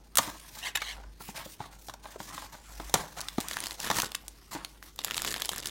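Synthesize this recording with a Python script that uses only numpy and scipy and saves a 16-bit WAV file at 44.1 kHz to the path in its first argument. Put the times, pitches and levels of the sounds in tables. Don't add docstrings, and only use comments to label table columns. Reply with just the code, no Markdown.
import sys
import numpy as np
from scipy import signal
from scipy.io import wavfile
from scipy.ndimage import uniform_filter1d

SR = 44100
rng = np.random.default_rng(int(sys.argv[2]) if len(sys.argv) > 2 else 0)


def put_to_file(sound):
    columns = np.atleast_2d(sound).T
    safe = np.clip(columns, -1, 1)
    whole_steps = np.round(safe * 32767)
    wavfile.write(sys.argv[1], SR, whole_steps.astype(np.int16))


N = 251357
TIME = np.arange(N) / SR

# freq_hz, gain_db
CARD_HISS = [(700, -20.5), (1800, 1), (5500, 1), (9000, -4), (15500, -12.5)]


def gain_of(db):
    return 10 ** (np.asarray(db) / 20)


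def unit_rms(x):
    return x / np.sqrt(np.mean(x ** 2) + 1e-20)


def hit_level(x, db):
    return gain_of(db) * x * np.sqrt(SR / 100 / np.sum(x ** 2))


def curve_at(points, hz):
    freqs, values = np.transpose(points)
    return np.interp(np.log(hz + 1), np.log(freqs + 1), values)


def add(mix, start_s, sound):
    part = mix[round(start_s * SR):][:len(sound)]
    part += sound[:len(part)]


def colour(x, tone, hz=1000, focus_db=0, size=2048):
    freqs = abs(np.fft.fftfreq(size, 1 / SR))
    octaves_off = abs(np.log2((freqs + 1) / hz))
    log_gain = np.log(gain_of(curve_at(tone, freqs) - focus_db * octaves_off))
    taps = np.fft.ifft(np.exp(np.conj(signal.hilbert(log_gain)))).real
    return signal.oaconvolve(x, taps[:size // 2])[:len(x)]


def resonate(x, hz, width_hz):
    carrier = np.exp(2j * np.pi * np.cumsum(hz * np.ones(len(x))) / SR)
    pole = np.exp(-np.pi * width_hz / SR)
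    return 2 * (carrier * signal.lfilter([1 - pole], [1, -pole], x / carrier + 1e-18)).real


def burst(decay_s, sharpness=0, rise_s=1 / SR, size=4096):
    t = np.arange(size) / SR
    slipping = rng.choice([-1., 1.], size) * np.exp(-t / decay_s) * -np.expm1(-t / rise_s)
    jolt = np.sqrt(sharpness) * (t == 0)
    return jolt + np.sqrt(1 - sharpness) * slipping / np.linalg.norm(slipping)


def slips(per_s, spread_db):
    strength = gain_of(spread_db * np.minimum(rng.exponential(1, N), 2))
    return unit_rms(strength * rng.choice([-1., 1.], N) * (rng.random(N) < per_s / SR))


def waver(depth_db, per_s):
    return gain_of(depth_db * np.interp(TIME * per_s, np.arange(N), rng.standard_normal(N)))


def patchy(x, depth_db, size=7):
    spectrum = signal.stft(x, nperseg=512)[2]
    patches = uniform_filter1d(rng.standard_normal(spectrum.shape), size, axis=0)
    patches = unit_rms(uniform_filter1d(patches, size, axis=1))
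    return unit_rms(signal.istft(spectrum * gain_of(depth_db * patches))[1][:N])


def pressure(start_s, length_s, swell_share=0.17, release_db_per_s=278):
    t = TIME - start_s
    swell = np.clip(t / (swell_share * length_s), 0, 1)
    release_db = -release_db_per_s * np.maximum(t - length_s, 0)
    return swell * gain_of(np.maximum(release_db, -120))


def strokes(rows):
    return np.sqrt(sum(np.outer(gain_of(levels_db), pressure(start_s, length_s)) ** 2
                       for start_s, length_s, *levels_db in rows))


def room_tone(hum_hz=50.5, hum_db=-57, air_db=-63, swell_s=0.14):
    # freq_hz, gain_db
    air_tone = [(30, -2), (130, 0.5), (400, -5), (2200, -44.5), (15500, -50)]
    # peak_s, level_db
    hum_swells = [(1.03, -50.5), (2.82, -49)]
    air = unit_rms(colour(rng.standard_normal(N), air_tone))
    drift = unit_rms(resonate(rng.standard_normal(N), hum_hz, width_hz=8))
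    hum = unit_rms(np.sin(2 * np.pi * hum_hz * TIME) + drift / 4)
    swells = sum(gain_of(db) * np.exp(-((TIME - peak_s) / swell_s) ** 2) for peak_s, db in hum_swells)
    return gain_of(air_db) * air + (gain_of(hum_db) + swells) * hum


def panels(push, tuning, focus_db=0, width_hz=90):
    # freq_hz, gain_db
    modes = [(570, -17.5), (695, 0.5), (915, 4), (1050, 3), (1240, -6.5), (1600, 0)]
    out = np.zeros(len(push))
    for hz, db in modes:
        ring = resonate(push, hz * tuning, width_hz)
        ring = resonate(ring, hz * tuning, hz * 1.6)
        out += gain_of(db - focus_db * abs(np.log2(hz / 1000))) * ring
    return out


def cavity(push):
    # freq_hz, width_hz, gain_db
    modes = [(144.6, 154, -1.5), (292.6, 56, 1.5)]
    return sum(gain_of(db) * resonate(resonate(push, hz, width), hz, width) for hz, width, db in modes)


def knocks():
    # start_s, crack_db, panel_db, thud_db, pitch_hz
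    blows = [(0.1556, -30.5, -47, -52, 1050), (0.172, -19, -33, -74, 1220), (0.184, -20, -24, -45, 1140),
             (0.188, -29, -25.5, -35.5, 1020), (0.276, -45.5, -44, -39.5, 1030),
             (0.7719, -36, -33, -55, 1635), (0.818, -37.5, -32, -60, 1367), (1.205, -70, -45, -51.5, 830),
             (1.288, -55, -42.5, -41, 850), (1.459, -72, -44, -47, 580), (1.603, -55, -35.5, -39.5, 770),
             (1.884, -45, -42.5, -49, 794), (1.896, -45, -41.5, -56, 925), (1.938, -46.5, -44.5, -57, 860),
             (2.055, -54, -40.5, -68, 940), (2.159, -78, -40.5, -69, 553), (2.202, -49, -38.5, -43, 870),
             (2.378, -46.5, -38, -51, 980), (2.799, -47.5, -38.5, -42.5, 760),
             (2.896, -43.5, -47.5, -67, 870), (2.941, -19.5, -22, -29.5, 847),
             (2.953, -39, -28.5, -33, 1080), (3.382, -39.5, -32, -37, 706), (3.901, -30, -25.5, -35.5, 983),
             (3.912, -31, -29, -42, 1036), (3.968, -32, -37, -67, 1210), (3.985, -30, -30, -38, 1040),
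             (4.031, -56, -31.5, -41, 923), (4.55, -45, -40.5, -35.5, 900)]
    # freq_hz, gain_db
    edge_tone = [(500, -6), (1800, 4.5), (2600, -6.5), (3600, -0.5), (4800, -12.5), (6000, -8), (9500, -11),
                 (15500, -9)]
    out = np.zeros(N)
    for start_s, crack_db, panel_db, thud_db, pitch_hz in blows:
        brittle = 1 / (1 + gain_of(panel_db - crack_db))
        rise_s = 0.0014 * (1 - brittle) ** 2 + 1 / SR
        snap = burst(decay_s=0.0034, sharpness=brittle ** 2 / 2, rise_s=rise_s)
        crack = colour(snap, edge_tone, hz=2500 + 7000 * brittle, focus_db=9.5)
        ring = panels(burst(decay_s=0.0035, rise_s=rise_s), tuning=pitch_hz / 1000, focus_db=7)
        thud = cavity(burst(decay_s=0.0085, sharpness=0.5))
        knock = hit_level(crack, crack_db) + hit_level(ring, panel_db) + hit_level(thud, thud_db)
        add(out, start_s, knock)
    return out


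def rubbing(hold_body_db=-68.5, hold_hiss_db=-66):
    # start_s, length_s, body_db, hiss_db
    rubs = [(0.18, 0.068, -65, -41), (0.21, 0.084, -48, -45.5), (0.26, 0.32, -58.5, -53),
            (0.548, 0.039, -53, -44.5), (0.93, 0.062, -50, -60.5), (1.19, 0.11, -61, -47),
            (1.342, 0.065, -44, -44.5), (1.44, 0.079, -63, -48), (1.59, 0.07, -52, -54.5),
            (1.71, 0.015, -55, -57.5), (1.78, 0.1, -84.5, -54), (2.02, 0.12, -57, -55.5),
            (2.18, 0.084, -58, -51), (2.26, 0.19, -47.5, -48), (2.52, 0.038, -49, -51.5),
            (2.55, 1, -56.5, -52.5), (2.94, 0.067, -39, -43.5), (3.165, 0.034, -45.5, -46),
            (3.36, 0.39, -51.5, -52), (3.77, 0.23, -45.5, -44), (3.955, 0.041, -48, -36.5),
            (4.02, 0.757, -67, -61.5), (4.508, 0.032, -47, -41.5), (4.55, 0.04, -41.5, -65),
            (4.82, 0.048, -60.5, -50.5)]
    holding = gain_of([[hold_body_db], [hold_hiss_db]])
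    body_gain, hiss_gain = np.hypot(strokes(rubs), holding)
    friction = slips(per_s=480, spread_db=6) * waver(depth_db=2.5, per_s=60)
    bend = waver(depth_db=1.4, per_s=18)
    body = unit_rms(unit_rms(panels(friction, tuning=bend)) + gain_of(-8) * unit_rms(cavity(friction)))
    firm_hiss = patchy(colour(slips(per_s=6000, spread_db=4.5), CARD_HISS), depth_db=2.2, size=14)
    light_hiss = unit_rms(signal.lfilter([1, -1], [1, 0.4], firm_hiss))
    lightness = (hiss_gain / (hiss_gain + body_gain)) ** 2
    hiss = unit_rms((1 - lightness) * firm_hiss + lightness * light_hiss)
    return body_gain * body + hiss_gain * hiss * waver(depth_db=3, per_s=130)


def flap_scrape(ends_db=-20, drop_octaves=0.25, width_hz=700):
    # start_s, length_s, level_db, pitch_hz
    drags = [(0.614, 0.1, -34.5, 1005), (0.75, 0.015, -23.5, 990), (0.783, 0.091, -43.5, 1060),
             (0.834, 0.12, -39.5, 1036)]
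    gap_modes = [-1, 6, 7, 1, -18, -3.5, -28, -11.5]
    fibres = slips(per_s=5000, spread_db=3)
    gains, pitches = [], []
    for start_s, length_s, level_db, pitch_hz in drags:
        progress = np.clip((TIME - start_s) / length_s, -1, 2)
        slowness = (2 * progress - 1) ** 2
        gains.append(gain_of(level_db + ends_db * slowness))
        pitches.append(pitch_hz / 2 ** (drop_octaves * np.minimum(slowness, 2)))
    pitch = np.average(pitches, axis=0, weights=gains) * waver(depth_db=0.6, per_s=110)
    gap = sum(gain_of(db) * resonate(resonate(fibres, k * pitch, width_hz), k * pitch, width_hz)
              for k, db in enumerate(gap_modes, 1))
    rasp = unit_rms(gap) + gain_of(-5.5) * unit_rms(colour(fibres, CARD_HISS))
    return sum(gains) * patchy(rasp, depth_db=2) * waver(depth_db=1.5, per_s=220)


def tab_squeak(swell_s=0.0044):
    # peak_s, level_db, pitch_hz
    chirp = (0.759, -28.5, 3600)
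    peak_s, level_db, pitch_hz = chirp
    cycles = np.cumsum(pitch_hz * waver(depth_db=0.6, per_s=1500)) / SR
    jerks = sum(np.cos(2 * np.pi * k * cycles) / np.sqrt(k) for k in range(1, 5))
    return hit_level(jerks * np.exp(-((TIME - peak_s) / swell_s) ** 2), level_db)


def crease(hz, focus_db):
    # freq_hz, gain_db
    foil_tone = [(400, 1), (1100, 6), (2300, 0), (3400, 3), (4800, 0.5), (7500, 0), (15500, -3.5)]
    snap = burst(decay_s=0.0011, sharpness=0.3, size=1024)
    settle = np.roll(snap, round(SR * rng.uniform(0.001, 0.004))) / 4
    tick = colour(snap + settle, foil_tone, hz, focus_db)
    return unit_rms(tick) + unit_rms(resonate(tick, hz, hz / 2)) / 2


def foil_bag(facet_count=20):
    # start_s, length_s, level_db
    grips = [(3.47, 0.25, -46), (3.8, 0.25, -40), (4.96, 0.83, -43), (5.15, 0.016, -36.5),
             (5.235, 0.083, -36.5)]
    # start_s, level_db, pitch_hz
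    pops = [(3.2066, -37, 6860), (3.2138, -37.5, 6240), (3.2854, -33.5, 3660), (3.404, -36, 7850),
            (3.41, -37.5, 7900), (3.485, -35, 7160), (3.512, -35, 1700), (3.533, -39, 3760),
            (3.5693, -31, 1560), (3.604, -35, 9250), (3.6391, -36, 5500), (3.6589, -37, 3440),
            (3.669, -35, 5050), (3.7092, -37.5, 3900), (3.8019, -35, 6650), (3.832, -44, 6960),
            (4.0008, -27.5, 4940), (4.02, -29, 5700), (4.1188, -40.5, 4180), (4.148, -35.5, 2360),
            (4.1511, -30.5, 5400), (4.2813, -39, 8300), (4.648, -36, 3200), (4.8269, -46, 1900),
            (4.961, -49.5, 14100), (4.9905, -34, 3200), (5.047, -27, 11700), (5.0824, -41, 2520),
            (5.11, -32, 2820), (5.1444, -34, 3950), (5.1671, -37.5, 2880), (5.1794, -29.5, 3330),
            (5.2021, -55, 3000), (5.2199, -31.5, 8800), (5.2483, -32, 3450), (5.276, -32.5, 3400),
            (5.3157, -41, 8900), (5.3415, -33.5, 3180), (5.3627, -36.5, 2800), (5.3991, -40, 2830),
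            (5.4206, -29, 3240), (5.449, -37, 5300), (5.457, -34, 8500), (5.492, -27.5, 3260),
            (5.581, -36, 9500), (5.6583, -33.5, 5500), (5.6711, -34.5, 6740)]
    grip = strokes(grips)[0]
    ticks_per_s = 170 + 34000 * grip
    ticks = unit_rms(slips(per_s=ticks_per_s, spread_db=6.5) / np.sqrt(ticks_per_s))
    facet = rng.integers(0, facet_count, N)
    shower = sum(signal.oaconvolve(ticks * (facet == k), hit_level(crease(hz, focus_db=5.5), 0))[:N]
                 for k, hz in enumerate(np.geomspace(1550, 11000, facet_count)))
    flex = gain_of(-8) * unit_rms(resonate(ticks, hz=280, width_hz=380))
    out = grip * (unit_rms(shower) + flex)
    for start_s, level_db, pitch_hz in pops:
        add(out, start_s, hit_level(crease(pitch_hz, focus_db=3), level_db))
    return out


def finger_bump(swell_s=0.0024):
    # peak_s, level_db, pitch_hz
    push = (3.3858, -24, 245)
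    peak_s, level_db, pitch_hz = push
    t = TIME - peak_s
    return hit_level(np.sin(2 * np.pi * pitch_hz * t) * np.exp(-(t / swell_s) ** 2), level_db)


def room(x, tail_db=-15.5, predelay_s=0.005, echo_s=0.0095, echo_db=-21):
    # freq_hz, t60_s
    decay_times = [(200, 0.58), (6000, 0.15), (15000, 0.11)]
    hz, t, noise = signal.stft(rng.standard_normal(SR // 2), SR, nperseg=256)
    fade = gain_of(-60 * t / curve_at(decay_times, hz)[:, None])
    tail = signal.istft(noise * fade, SR, nperseg=256)[1]
    response = np.zeros(SR)
    add(response, predelay_s, gain_of(tail_db) * tail / np.linalg.norm(tail))
    add(response, echo_s, gain_of([echo_db]))
    return x + signal.fftconvolve(x, response)[:N]


def scene():
    box = room(knocks() + rubbing() + flap_scrape() + tab_squeak())
    bag = room(foil_bag())
    return (box + bag + finger_bump() + room_tone())[None]


def record(dry, cutoff_hz=16100):
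    lowpass = signal.firwin(401, cutoff_hz, window=("kaiser", 8), fs=SR)
    return signal.oaconvolve(dry, lowpass[None], "same")


dry = scene()
out = record(dry)
put_to_file(out)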